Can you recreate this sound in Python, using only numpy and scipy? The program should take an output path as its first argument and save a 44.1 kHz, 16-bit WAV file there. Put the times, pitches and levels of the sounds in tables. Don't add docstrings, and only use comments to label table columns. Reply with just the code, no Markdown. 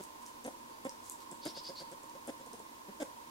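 import sys
import numpy as np
from scipy import signal
from scipy.fft import rfft, irfft
from scipy.io import wavfile
from scipy.ndimage import uniform_filter1d

SR = 44100
rng = np.random.default_rng(int(sys.argv[2]) if len(sys.argv) > 2 else 0)


def store_wav(level_fs):
    pcm = np.round(np.clip(np.atleast_2d(level_fs), -1, 1) * 32767)
    wavfile.write(sys.argv[1], SR, pcm.T.astype(np.int16))


N = 145530

# (start [s], length [s],
# level [dB], pitch [Hz], pitch rise [share], rasp re voice [dB], mouth resonance [Hz], mouth gain [dB])
GRUNTS = [(0.0, .011, -44, 197, -0.14, -12.5, 370, -8), (0.449, 0.02, -41.5, 256, 0.13, -20, 536, -9),
          (0.475, 0.015, -40, 270, 0.32, -18, 667, 16), (0.852, 0.019, -37, 265.7, 0.093, -18.5, 530, -5),
          (1.317, 0.014, -48, 178.4, 0.3, -13, 260, 5), (1.455, 0.023, -38.5, 308, 0.23, -10, 315, -12),
          (1.568, 0.0092, -46.5, 182, 0.09, -9, 545, 13), (1.69, 0.017, -45, 180, 0.013, -12.5, 550, 11),
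          (1.803, 0.025, -49, 173.3, 0.021, -8.5, 560, 11), (1.915, 0.025, -51, 177.4, 0.18, -11, 523, 7),
          (2.034, 0.0085, -54, 191, -0.068, -11, 546, 12), (2.151, .012, -49, 181, .12, -13, 534, 14),
          (2.278, 0.011, -41.5, 268.4, 0.029, -12.5, 675, 14), (2.2905, .015, -39, 267, -.15, -16, 620, 4),
          (2.399, 0.019, -53, 258, 0.048, -9, 540, -1), (2.466, 0.015, -52.5, 243, .072, -26, 540, -3),
          (2.534, 0.017, -48.5, 244, 0.065, -17, 400, 8), (2.596, 0.011, -52, 218, .07, -28, 456, -18),
          (2.883, 0.0163, -46.5, 199, 0.018, -22, 205, -4), (3.001, .016, -40, 307, 0.066, -9, 690, 10),
          (3.0171, 0.015, -35, 273.3, -0.18, -13.5, 527, -3)]
# (frequency [Hz], gain [dB])
NOSE_SPECTRUM = [(40, -56.5), (90, -20.5), (140, 0.5), (190, 4), (280, 1.5), (400, 4), (550, -1),
                 (680, -.5), (800, -7), (950, -12.5), (1250, -18), (1550, -16.5), (2100, -14.5),
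                 (4000, -32), (16000, -71)]
# (frequency [Hz], width [Hz], relative level [dB])
RASP_MODES = [(1574, 440, 7.5), (2020, 290, 1), (3410, 630, 5.5), (5350, 750, 2.5), (6460, 1770, 8),
              (7400, 340, 3.5), (9200, 990, 4), (12000, 1300, -3)]
# (time [s], level [dB], frequency [Hz])
MOUTH_TICKS = [(0.4441, -46.5, 8700), (.4495, -46, 5640), (.465, -45.5, 9570), (.849, -47.5, 9000),
               (0.871, -55, 7840), (1.315, -45.5, 8000), (1.454, -42, 9600), (1.469, -55, 9500),
               (1.639, -57, 10400), (1.688, -55, 9200), (1.802, -54, 9200), (1.917, -51, 7700),
               (2.034, -54, 7760), (2.097, -53.5, 6740), (2.275, -44, 9200), (2.463, -53, 7800),
               (2.533, -47, 7400), (2.596, -53, 8100), (3.025, -49, 7400), (3.0293, -46, 9200)]
# (start [s], length [s], level [dB], first pitch [Hz], last pitch [Hz],
# rattle rate [Hz])
CHITTER_NOTES = [(1.412, 0.11, -51.5, 4370, 5630, 206.5), (1.543, 0.068, -48.5, 4355, 5140, 235),
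                 (1.63, .076, -47.8, 4416, 5110, 223), (1.749, 0.072, -48.5, 4284, 4630, 203.5)]
# (frequency [Hz], gain [dB])
BREATH_SPECTRUM = [(1000, -28), (2500, -15), (3500, -4), (4000, -5), (4900, 0), (5700, -8), (7000, -15),
                   (9000, -22), (16000, -40)]
# (time [s], level [dB], frequency [Hz], splinter decay [s])
TWIG_SNAPS = [(0.037, -58.5, 8100, 0.00089), (0.2639, -57, 6400, 0.0004), (.8945, -51.5, 5580, 0.0006),
              (1.098, -47, 8100, 0.00023), (1.1105, -66, 8200, .002), (1.119, -52.5, 8400, 0.0045)]
# (multiple of the snap's frequency [ratio], gain [dB])
CRACK_SPECTRUM = [(.1, -36), (.4, -28), (.68, -23), (.82, -2), (1.05, 0), (1.32, -9), (1.5, -5),
                  (1.68, -14), (1.8, -30)]
# (middle [s], half length [s], level [dB], frequency [Hz])
LEAF_BRUSHES = [(0.036, 0.023, -56, 7400), (0.228, 0.011, -58, 6550), (0.277, 0.026, -57, 7200),
                (1.07, 0.037, -54, 7040), (1.12, 0.028, -55, 8100), (1.22, 0.026, -58.5, 5200)]
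# (middle [s], half length [s], level [dB], pitch [Hz])
BIRD_NOTE = (.74, .06, -69, 4620)
# (frequency [Hz], width [Hz], left level [dB], right level [dB], right lag [rad])
WHIR_BANDS = [(236.4, 12.4, -68, -67.5, 0.92), (305, 37, -67, -68.5, 0.5), (950, 100, -57.5, -53, 1.885),
              (1056, 41, -86.5, -56.5, 3.14)]
# (frequency [Hz], relative density [dB])
HISS_SPECTRUM = [(20, 6), (38, -32), (60, 8.5), (100, 9), (170, 7.5), (300, 15.5), (450, 18), (700, 11),
                 (1100, 15), (1400, 10.5), (2500, 5.5), (6000, 3), (10000, 0.5), (16000, -3)]
# (frequency [Hz], correlation [-1 to 1])
HISS_CORRELATION = [(30, 0.98), (100, 0.65), (280, 1), (430, -0.83), (600, 0.1), (1100, -0.72),
                    (2000, -0.59), (3500, -0.12), (7000, -0.036), (15000, 0.092)]

START_EFFORT, CREST_AT, END_EFFORT = .6, .62, .47
MOUTH_WIDTH_HZ, PUFF_DECAY_CYCLES, RIGHT_LAG_S = 44, .28, .00021
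CHEST_HZ, CHEST_WIDTH_HZ, CHEST_DB = 163.2, 55, -61.5
TICK_SIGMA_S, TICK_GLIDE_PER_S, TICK_WIDTH_HZ = .0012, 70, 3300
RATTLE_SHARPNESS, SQUEAK_WOBBLE_HZ = 1.5, 195
FIRST_BREATH_DB, LAST_BREATH_DB = 1, -6
SPLINTER_DB, SPLINTER_SPREAD_DB = -9, 6
HUM_HZ, HUM_DB, HISS_DB = 50, -80, -54.5
FOREST_T60_S, ECHO_BUILD_S, EARLY_DB, EARLY_DECAY_S = .35, .006, 10, .04
BAND_LIMIT_HZ = 15900


def grunts():
    out, t = np.zeros((2, N)), np.arange(4096) / SR
    for start, length, db, hz, rise, rasp_db, mouth_hz, mouth_db in GRUNTS:
        progress = np.minimum(t / length, 1)
        sounding = progress < 1
        effort = np.interp(progress, [0, CREST_AT, 1], [START_EFFORT, 1, END_EFFORT]) * sounding
        glide = 1 + rise * (progress - .5)
        folds, since_pulse = pulses(hz * glide, jitter=.028, shimmer=.2)
        throat = -folds * effort
        nasal = colour(throat, NOSE_SPECTRUM)
        mouth = resonate(nasal, mouth_hz * glide, MOUTH_WIDTH_HZ, order=1)
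        voice = unit(nasal + amp(mouth_db) * mouth)
        voice = np.array([voice, np.interp(t - RIGHT_LAG_S, t, voice, left=0)])
        chest = unit(resonate(throat, CHEST_HZ, CHEST_WIDTH_HZ))
        puffs = stereo_noise(.48, size=4096) * (.38 + np.exp(-since_pulse / PUFF_DECAY_CYCLES))
        puffs *= sounding
        rasp = unit(sum(amp(gain) * unit(resonate(puffs, f, width)) for f, width, gain in RASP_MODES))
        grunt = amp(db) * (voice + amp(rasp_db) * rasp) + amp(CHEST_DB) * chest
        add(out, start, np.sqrt(length / t[-1]) * grunt)
    return forest(out, echo_db=-12)


def mouth_ticks():
    out, t = np.zeros((2, N)), np.arange(-256, 256) / SR
    for time, db, hz in MOUTH_TICKS:
        rising_hz = hz * np.exp(TICK_GLIDE_PER_S * t)
        flick = unit(resonate(stereo_noise(.76, size=512), rising_hz, TICK_WIDTH_HZ))
        add(out, time + t[0], amp(db) * flick * np.exp(-.5 * (t / TICK_SIGMA_S) ** 2))
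    return forest(out, echo_db=-1)


def chitter():
    out = np.zeros((2, N))
    breathiness = np.linspace(FIRST_BREATH_DB, LAST_BREATH_DB, len(CHITTER_NOTES))
    for (start, length, db, first_hz, last_hz, rattle_hz), breath_db in zip(CHITTER_NOTES, breathiness):
        progress = np.arange(0, 1, 1 / (length * SR))
        n = len(progress)
        kicks, since_kick = pulses(np.full(n, rattle_hz), jitter=.1, shimmer=.3)
        latest_kick = np.maximum.accumulate(np.arange(n) * (kicks > 0))
        rattle = kicks[latest_kick] * abs(np.sin(np.pi * since_kick)) ** RATTLE_SHARPNESS
        wobble = unit(uniform_filter1d(rng.standard_normal(8192), size=90))[:n]
        hz = first_hz + (last_hz - first_hz) * progress + SQUEAK_WOBBLE_HZ * wobble
        squeak = unit(rattle * np.sin(2 * np.pi * np.cumsum(hz) / SR))
        air = stereo_noise(.66)[:, :n] * (4 + rattle)
        breath = unit(np.array([colour(side, BREATH_SPECTRUM) for side in air]))
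        swell = np.sin(np.pi * progress ** 1.2) ** .7
        add(out, start, amp(db) * (squeak + amp(breath_db) * breath) * swell)
    return forest(out, echo_db=-5)


def twigs():
    out, t = np.zeros((2, N)), np.arange(1024) / SR
    for time, db, hz, decay in TWIG_SNAPS:
        noise = stereo_noise(.2, size=1024)
        grit = amp(SPLINTER_SPREAD_DB * np.minimum(rng.exponential(1, len(t)), 4))
        splinters = amp(SPLINTER_DB) * unit(noise * grit) * np.exp(-t / decay)
        click = t == 0
        wood = [(hz * multiple, gain) for multiple, gain in CRACK_SPECTRUM]
        crack = np.array([colour(click + side, wood) for side in splinters])
        add(out, time, amp(db) * unit(crack))
    return forest(out, echo_db=-5.5)


def leaves():
    out, t = np.zeros((2, N)), np.arange(8192) / SR
    for middle, half, db, hz in LEAF_BRUSHES:
        start = max(middle - 2 * half, 0)
        grains = stereo_noise(.46) * amp(3.3 * rng.exponential(1, len(t)))
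        swish = unit(resonate(grains, hz, width_hz=7200))
        add(out, start, amp(db) * swish * np.exp(-((t + start - middle) / half) ** 2))
    return out


def bird():
    middle, half, db, hz = BIRD_NOTE
    note = unit(resonate(stereo_noise(.35, size=N), hz, width_hz=200))
    return amp(db) * note * np.exp(-((np.arange(N) / SR - middle) / half) ** 2)


def camera_whir():
    out, hz = np.zeros((2, N)), np.fft.rfftfreq(N, 1 / SR)
    for centre, width, left_db, right_db, lag in WHIR_BANDS:
        band = rfft(rng.standard_normal(N)) / np.sqrt(1 + (2 * (hz - centre) / width) ** 4)
        out[0] += amp(left_db) * unit(irfft(band, N))
        out[1] += amp(right_db) * unit(irfft(band * np.exp(-1j * lag), N))
    return out


def camera_hum():
    return amp(HUM_DB) * unit(np.sin(2 * np.pi * HUM_HZ * np.arange(N) / SR))


def hiss():
    hz = np.fft.rfftfreq(N, 1 / SR)
    left, independent = rfft(rng.standard_normal((2, N)))
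    likeness = np.clip(curve_at(HISS_CORRELATION, hz), -1, 1)
    right = likeness * left + np.sqrt(1 - likeness ** 2) * independent
    spectrum = np.array([left, right]) * amp(curve_at(HISS_SPECTRUM, hz))
    return amp(HISS_DB) * unit(irfft(spectrum, N))


def forest(x, echo_db):
    t = np.arange(SR // 2) / SR
    early = amp(EARLY_DB) * np.exp(-t / EARLY_DECAY_S)
    tail = amp(-60 * t / FOREST_T60_S)
    onset = np.minimum(t / ECHO_BUILD_S, 1) ** 2
    sparse = rng.standard_normal((2, len(t))) * (rng.random((2, len(t))) < .15)
    echoes = sparse * (early + tail) * onset
    echoes /= np.linalg.norm(echoes[0])
    return x + amp(echo_db) * signal.fftconvolve(x, echoes, axes=1)[:, :N]


def amp(db):
    return 10 ** (np.asarray(db) / 20)


def unit(x):
    return x / np.sqrt(np.mean(abs(x) ** 2) + 1e-20)


def curve_at(points, hz):
    f, value = np.transpose(points)
    return np.interp(np.log(hz + 1), np.log(f), value)


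def add(mix, start_s, sound):
    part = mix[..., max(round(start_s * SR), 0):][..., :sound.shape[-1]]
    part += sound[..., :part.shape[-1]]


def resonate(x, hz, width_hz, order=2):
    carrier = np.exp(2j * np.pi * np.cumsum(hz * np.ones(x.shape[-1])) / SR)
    pole = np.exp(-np.pi * width_hz / SR)
    envelope = signal.lfilter([(1 - pole) ** order], np.poly([pole] * order), x / carrier + 1e-18)
    return 2 * (carrier * envelope).real


def colour(x, spectrum, size=2048):
    log_gain = np.log(amp(curve_at(spectrum, abs(np.fft.fftfreq(size, 1 / SR)))))
    impulse = np.fft.ifft(np.exp(np.conj(signal.hilbert(log_gain)))).real
    return signal.fftconvolve(x, impulse)[:len(x)]


def pulses(hz, jitter, shimmer):
    late, loud = rng.standard_normal((2, 64))
    turns = np.cumsum(hz) / SR
    marks = np.r_[0, np.cumsum(np.exp(jitter * late))]
    cycle = np.searchsorted(marks, turns) - 1
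    onsets = np.diff(cycle, prepend=-1).clip(0, 1)
    return onsets * np.exp(shimmer * loud[cycle]), turns - marks[cycle]


def stereo_noise(likeness, size=8192):
    shared, own = rng.standard_normal(size), rng.standard_normal((2, size))
    return np.sqrt(likeness) * shared + np.sqrt(1 - likeness) * own


def scene():
    lemurs = grunts() + mouth_ticks() + chitter()
    return lemurs + twigs() + leaves() + bird() + hiss() + camera_whir() + camera_hum()


def record(dry):
    lowpass = signal.firwin(511, BAND_LIMIT_HZ, window=("kaiser", 9), fs=SR)
    return signal.oaconvolve(dry, lowpass[None], "same")


dry = scene()
out = record(dry)
store_wav(out)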